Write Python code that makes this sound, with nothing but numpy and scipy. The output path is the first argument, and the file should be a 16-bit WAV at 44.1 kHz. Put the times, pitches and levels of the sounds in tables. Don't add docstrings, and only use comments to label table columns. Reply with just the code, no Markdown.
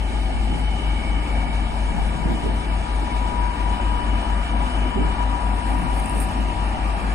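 import sys
import numpy as np
from scipy import signal
from scipy.io import wavfile
from scipy.ndimage import uniform_filter1d

SR = 44100
rng = np.random.default_rng(int(sys.argv[2]) if len(sys.argv) > 2 else 0)


def level_to_linear(level):
    exponent = np.asarray(level, float) / 20
    return 10 ** exponent


def wav_record(signal):
    frames = np.transpose(np.atleast_2d(signal))
    bounded = np.clip(frames, -1, 1)
    quanta = np.round(bounded * 32767).astype(np.int16)
    wavfile.write(sys.argv[1], SR, quanta)


N = 314874
SWING_START_S, SWING_END_S = 5.23, 6


def evened(x):
    return x / np.sqrt(np.mean(x ** 2) + 1e-20)


def read(points, hz, count=1):
    rows = np.transpose(points)
    return np.interp(np.log(hz + 1), np.log(rows[0] + 1), rows[count])


def curves(rows, t):
    s, *columns = np.transpose(rows)
    return [np.interp(t, s, c, left=c[0], right=c[-1]) for c in columns]


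def wander(per_s):
    knots = rng.standard_normal(int(N / SR * 40) + 2)
    return evened(np.interp(np.arange(N) / SR * per_s, np.arange(len(knots)), knots))


def band(x, lo_hz, hi_hz):
    return signal.sosfilt(signal.butter(2, [lo_hz, hi_hz], "band", fs=SR, output="sos"), x)


# (order [twelfths of the firing rate], level [dB])
WEAK_ORDERS = [(17, -48.5), (18, -46), (20, -50.5), (35, -47), (52, -55.5)]


def exhaust():
    now = np.arange(N) / SR
    firing_hz = 52.265 + .2 * np.exp(-now / 2.2)
    cycle_hz = 4.3846 - .00748 * now
    start_turns = -.035
    firing = 2 * np.pi * np.cumsum(firing_hz) / SR
    cycle = 2 * np.pi * (np.cumsum(cycle_hz) / SR + start_turns)

    firing_db = -23.5 + 0.9 * np.cos(2 * np.pi * (now - 4.7) / 4.1)
    below_db = -27.9 - .17 * (now - 4.7) ** 2
    trade_db = 1.3 * now
    second_db, above_db = -47.5 + trade_db, -42.0 - trade_db

    beat = level_to_linear(firing_db) * np.cos(firing)
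    beat += level_to_linear(below_db) * np.cos(firing - cycle)
    beat += level_to_linear(above_db) * np.cos(firing + cycle + 1.7)
    beat -= level_to_linear(second_db) * np.cos(firing - 2 * cycle)
    for order, db in WEAK_ORDERS:
        phase = order / 12 * firing + 2 * np.pi * rng.random()
        beat += level_to_linear(db + 4.6 * wander(1.214)) * np.cos(phase)
    return np.sqrt(2) * beat * level_to_linear([[1.9], [-2.6]])


# (start [s], end [s], starting pitch [Hz], level [dB])
TRACTION = [
    (-.3, 2.4, 70, -39),
    (-.2, 1.0, 249, -43),
    (1.1, 1.8, 260, -40),
    (1.1, 2.6, 224, -43),
    (4.4, 5.5, 249, -40),
    (5.5, 6.6, 256, -40),
    (.5, 1.8, 293, -44),
    (3.6, 4.7, 283, -43),
    (5.2, 6.2, 224, -43),
]
# (start [s], end [s], pitch [Hz], level [dB])
GEARS = [
    (2.4, 5.0, 86.5, -45),
    (5.2, 7.2, 86.5, -39),
    (2.0, 3.0, 154, -42),
    (5.8, 6.8, 149, -41),
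    (0, 1.4, 844, -45),
    (2.7, 4.3, 845, -44),
    (6.5, 6.8, 845, -41),
    (.8, 2.4, 916, -46),
    (3.9, 5.1, 696, -45),
    (5.2, 7.2, 768, -44),
]


def motors():
    climb_hz_per_s = 4.1
    now, out = np.arange(N) / SR, np.zeros(N)
    waver = 1 + 0.00381 * wander(6.)
    tones = [(*row, climb_hz_per_s) for row in TRACTION] + [(*row, 0) for row in GEARS]
    for start, end, hz, db, climb in tones:
        share = np.clip((now - start) / (end - start), 0, 1)
        glide_hz = hz + climb * (end - start) * share
        phase = 2 * np.pi * np.cumsum(glide_hz * waver) / SR
        swell = np.sqrt(np.sin(np.pi * share) + 1e-12)
        out += level_to_linear(db) * swell * np.cos(phase)
    return np.sqrt(2) * out * level_to_linear([[1.5], [-3.]])


# (time [s], pitch [Hz], level [dB])
WHINE = [(0.0, 970.5, -46), (0.2, 969.6, -54), (2.5, 969.3, -39), (2.58, 968.7, -43.5),
         (3.36, 968.6, -32.5), (3.84, 968.8, -33), (4.36, 968.7, -37.5), (5.11, 968.6, -36.5),
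         (5.43, 968.3, -31), (6.18, 968.0, -38.5), (6.22, 968.5, -50), (6.28, 966.1, -35),
         (6.44, 968.7, -41), (6.52, 965.5, -33.5), (6.72, 968.2, -38.5), (7.14, 964.1, -44)]


def whine():
    hz, db = curves(WHINE, np.arange(N) / SR)
    db = db + 1.5
    pan_db = 21 + 0.85 * (db - db.max())
    turn = np.exp(2j * np.pi * np.cumsum(hz) / SR)
    smooth = signal.butter(2, 14, fs=SR, output="sos")
    a, b = (evened(signal.sosfilt(smooth, v)) for v in rng.standard_normal((2, N)))
    flutter = 1 + .33 * (a + 1j * b)
    left = level_to_linear(db + 3.5) * turn * flutter
    right = level_to_linear(-pan_db) * left * np.exp(3.6j)
    return np.sqrt(2) * np.array([left.real, right.real])


# (frequency [Hz], density [dB per Hz])
ROAR = [(30, -59.5), (80, -53.5), (125, -66), (230, -50.5), (470, -69), (850, -58), (960, -61.5),
        (1070, -73.5), (1500, -67), (2000, -75.5), (2800, -76.5), (3400, -78.5), (4300, -86), (6500, -96)]
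# (frequency [Hz], density [dB per Hz])
HISS = [(3000, -110), (6500, -95), (8000, -92.5), (9200, -89.5), (10000, -97), (11000, -104), (13000, -112),
        (16000, -125)]
# (centre [Hz], width [Hz], lift [dB])
CASING = [(152, 46, -4.5), (256, 44, -3.5), (675, 15, -6), (1192.5, 110, 9), (3780, 120, 2),
          (4890, 100, 4.5)]
# (time [s], rasp lift [dB])
FLANK = [
    (0.0, -6.5),
    (1.1, -2),
    (2.2, -2.5),
    (2.8, -2.5),
    (3.4, 1),
    (5.0, 3.5),
    (5.5, 2),
    (6.1, 1.5),
    (6.6, 1.5),
    (7.14, 4),
]


def engine_power(f, t):
    rasp_db, = curves(FLANK, t)
    upper_db = rasp_db * np.exp(-(f / 2000.0) ** 2)
    load_db = np.where(f < 500, 0.15 * rasp_db, np.where(f < 1020, 0.17 * rasp_db, upper_db))
    casing_db = sum(db / (1 + (2 * (f - at) / width) ** 2) for at, width, db in CASING)
    roar_db = read(ROAR, f) - 10.4 * np.maximum(f / 6500 - 1, 0)
    hiss_db = read(HISS, f) + 0.055 * rasp_db
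    return level_to_linear(roar_db + casing_db + load_db) ** 2 + level_to_linear(hiss_db) ** 2


# (time [s], level [dB])
BLOWER = [(0, -45), (.7, -45), (1.0, -40), (1.5, -41.5), (2.4, -48), (3.2, -43.5), (3.9, -50), (4.9, -44.5),
          (5.4, -52), (5.8, -46), (6.3, -50.5), (7.14, -45.5)]


def blower_power(f, t):
    rise_hz = 12.3 * t
    low_db, = curves(BLOWER, t)
    flicker_db = 3.2 * np.resize(wander(2.85)[::256], t.shape)
    high_db = -49.5 + 0.72 * (low_db - low_db.mean()) + flicker_db
    low = level_to_linear(low_db - 22.0) ** 2 / (1 + (2 * (f - 2235. - rise_hz) / 97.0) ** 4)
    high = level_to_linear(high_db - 16.5) ** 2 / (1 + (2 * (f - 3005. + .5 * rise_hz) / 85.0) ** 4)
    return low + high


# (frequency [Hz], left over right aside [dB], left over right ahead [dB],
# likeness [0-1], right leads aside [rad], right leads ahead [rad])
PORTS = [(50, -2, 19, 1, 0.91, -2), (130, 4, -1.5, 0.74, 0.12, 0.9), (462, 6, 6, 0.83, 0.89, .5),
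         (670, 1, 0, 0.88, 1.12, -0.3), (855, 13.5, 3.5, 1, 0.27, -1.8), (1100, 2, 1.5, 0, 4.2, 1.5),
         (1530, 7, 5.5, 0.98, 3.94, 3.5), (1885, -2.5, -3.5, 0.32, 8.06, 7), (2350, 1, 1, 0.99, 7.04, 7.5),
         (2697, -3.5, -4.5, 0.53, 8.74, 6.5), (3130, 2, 7.5, 0.72, 9.76, 11), (4200, -2, -2, 0.2, 10, 8),
         (5530, -5.5, -6.5, 0.44, 10.8, 11), (6160, -3, -3, 1, 4 * np.pi, 4 * np.pi),
         (9000, -3.5, -3.5, 0.65, 4 * np.pi, 4 * np.pi), (10430, -9, -9.5, 1, 4 * np.pi, 4 * np.pi)]


def roar():
    frames, hz = N // 256 + 5, np.fft.rfftfreq(1024, 1 / SR)
    t = (np.arange(frames) * 256 / SR)[None]
    f = hz[:, None]
    a, b, c, d, patches = rng.standard_normal((frames, 513, 5)).T
    patches = evened(uniform_filter1d(uniform_filter1d(patches, 8, 0), 12, 1))
    power = engine_power(f, t) + blower_power(f, t)
    flicker_db = 0.84 * np.resize(wander(18.)[::256], t.shape) / (1 + (3100 / (f + 1)) ** 4)

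    ahead = np.clip((t - SWING_START_S) / (SWING_END_S - SWING_START_S), 0, 1)
    pan_db = (1 - ahead) * read(PORTS, f) + ahead * read(PORTS, f, count=2)
    lead = (1 - ahead) * read(PORTS, f, count=4) + ahead * read(PORTS, f, count=5)
    same = np.clip(read(PORTS, f, count=3), 0, 1)
    left = a + 1j * b
    right = same * left + np.sqrt(1 - same ** 2) * (c + 1j * d)
    right = right * np.exp(1j * lead) * level_to_linear(-pan_db)
    z = np.array([left, right]) * np.sqrt(power) * level_to_linear(1.06 * patches + 20.0 + flicker_db)
    return signal.istft(z, nperseg=1024, noverlap=768)[1][:, :N]


# (time [s], level [dB])
GUSTS = [
    (.34, -31),
    (1.07, -35),
    (1.54, -38),
    (1.98, -24),
    (2.27, -40),
    (4.2, -43),
    (5.13, -42),
    (5.85, -36),
    (6.48, -41),
    (6.98, -40),
]


def buffet():
    now = np.arange(N) / SR
    level = level_to_linear(-37 - 1.5 * now + 2.5 * wander(8.))
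    level = level + sum(level_to_linear(db) * np.exp(-((now - s) / 0.11) ** 2) for s, db in GUSTS)
    air = evened(band(rng.standard_normal((2, N)), 26.3, 36.0))
    return air * level * level_to_linear([[1.], [-5.]])


# (time [s], length [s], port [0 left, 1 right], level [dB])
PUFFS = [(0.299, 0.077, 1, -34), (0.538, 0.11, 1, -27.5), (.58, 0.1, 0, -27), (1.93, .1, 0, -28),
         (2.03, 0.11, 0, -26), (2.2, 0.15, 0, -27), (2.27, 0.056, 1, -24), (2.318, 0.076, 1, -23),
         (2.47, 0.1, 1, -22.5), (3.03, .06, 1, -30), (4.99, 0.055, 1, -21), (5.032, .1, 1, -24.5),
         (5.71, .1, 1, -29), (5.799, 0.11, 1, -32.5), (5.83, 0.11, 0, -23.5), (6.171, .1, 1, -25.5),
         (6.398, 0.13, 1, -33)]


def puffs():
    top_hz = (197, 380)
    skew = .7
    out = np.zeros((2, N + SR))
    for s, length, port, db in PUFFS:
        side = int(port > .5)
        size = int(2 * length * SR)
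        first = int((s - 2 * length * .5 ** (1 / skew)) * SR)
        air = band(rng.standard_normal(SR // 2), 125.0, top_hz[side])
        gust = evened(band(air, 60.0, 476.0)[-size:])
        swell = np.sin(np.pi * np.linspace(0, 1, size) ** skew).clip(0) ** 3.2
        out[side, first:first + size] += level_to_linear(db) * gust * swell
    return out[:, :N]


# (time [s], level [dB], pitch [Hz])
SLAPS = [
    (2.262, -15, 175),
    (2.305, -19, 260),
    (2.347, -20, 230),
    (2.468, -21, 400),
    (4.962, -16.5, 220),
    (4.977, -16.5, 380),
]


def slaps():
    now, out = np.arange(N) / SR, np.zeros((2, N))
    for s, db, hz in SLAPS:
        swell = np.exp(-((now - s) / .008) ** 2)
        out[1] += level_to_linear(db) * swell * np.sin(2 * np.pi * hz * (now - s))
    return out


def crackle():
    now = np.arange(N) / SR
    rip_s, rip_length_s = 6.201, .05
    grains = (rng.random(N) < 3000. 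/ SR) * rng.standard_normal(N)
    grains = grains * level_to_linear(1.5 * np.minimum(rng.exponential(1, N), 4))
    ring = evened(band(band(grains, 8160.0, 10300.0), 7950.0, 10300.0))
    ring = ring + 0.44 * evened(band(grains, 10700.0, 15300.0))

    drag = level_to_linear(-46.0 + 12.0 * np.minimum(now - rip_s, 0) + 2.0 * wander(14.))
    drag = drag * level_to_linear((8.0 - 150.0 * (now - rip_s)) * (now > rip_s))
    drag = drag * np.clip((now - SWING_START_S) / .3, 0, 1)
    late = now - rip_s - rip_length_s
    after = level_to_linear(-52.5) * np.exp(-(late / .13) ** 4)
    return ring * np.where(late < 0, drag, after)


# (time [s], peak level [dB])
SNAPS = [(5.948, -30), (5.9995, -32), (6.045, -31), (6.060, -21), (6.0857, -32), (6.0973, -20),
         (6.111, -33), (6.1505, -31), (6.1697, -27), (6.1815, -28), (6.1918, -27), (6.2025, -17)]


def snaps():
    t = np.arange(-60, 140) / SR
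    out = np.zeros(N)
    shape = np.exp(-(t / 0.00029) ** 2) + 0.36 * (t > 0) * np.exp(-t / 0.0012)
    rip = [(SNAPS[-1][0] + .0045 * (k + rng.random()), -26 - .6 * k) for k in range(8)]
    for s, db in list(SNAPS) + rip:
        hz = rng.uniform(8700, 9600)
        ring = np.cos(2 * np.pi * hz * t) + 0.22 * np.cos(2 * np.pi * 0.91 * hz * t)
        out[int(s * SR) - 60:][:200] += level_to_linear(db - 3) * shape * ring
    return out


def strap():
    return (crackle() + snaps()) * level_to_linear([[-2.8], [2.2]])


def scene():
    engine = exhaust() + motors() + whine() + roar()
    wind = buffet() + puffs() + slaps()
    return engine + wind + strap()


# (frequency [Hz], threshold against the usual level [dB])
THINNED = [(3100, -30), (3300, -6), (3600, -6), (4500, -8), (4700, -30), (5600, -30), (5700, 1), (7300, -1),
           (8200, -10), (9650, -12), (9800, 2), (10900, 4), (11100, 8), (13300, 9), (13600, 16),
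           (15800, 22)]


def thin(x):
    shift = 1024 - 254
    window = np.sqrt(signal.get_window("hann", 2048))
    padded = np.pad(x, ((0, 0), (shift, 0)))
    hz, t, z = signal.stft(padded, SR, window, nperseg=2048, noverlap=1024)
    power = (abs(z) ** 2).mean(0)
    usual = np.median(uniform_filter1d(power, size=41, axis=0), axis=1)[:, None]
    uneven_db = 3.5 * np.repeat(rng.standard_normal((len(t), 33)).T, 32, axis=0)[:len(hz)]
    keep = power > usual * level_to_linear(read(THINNED, hz)[:, None] + uneven_db) ** 2
    return signal.istft(z * keep, SR, window, nperseg=2048, noverlap=1024)[1][:, shift:shift + N]


def band_limit(x):
    return signal.sosfilt(signal.butter(12, 15800, fs=SR, output="sos"), x)


def record(dry):
    mix = thin(dry)
    return band_limit(mix)


dry = scene()
out = record(dry)
wav_record(out)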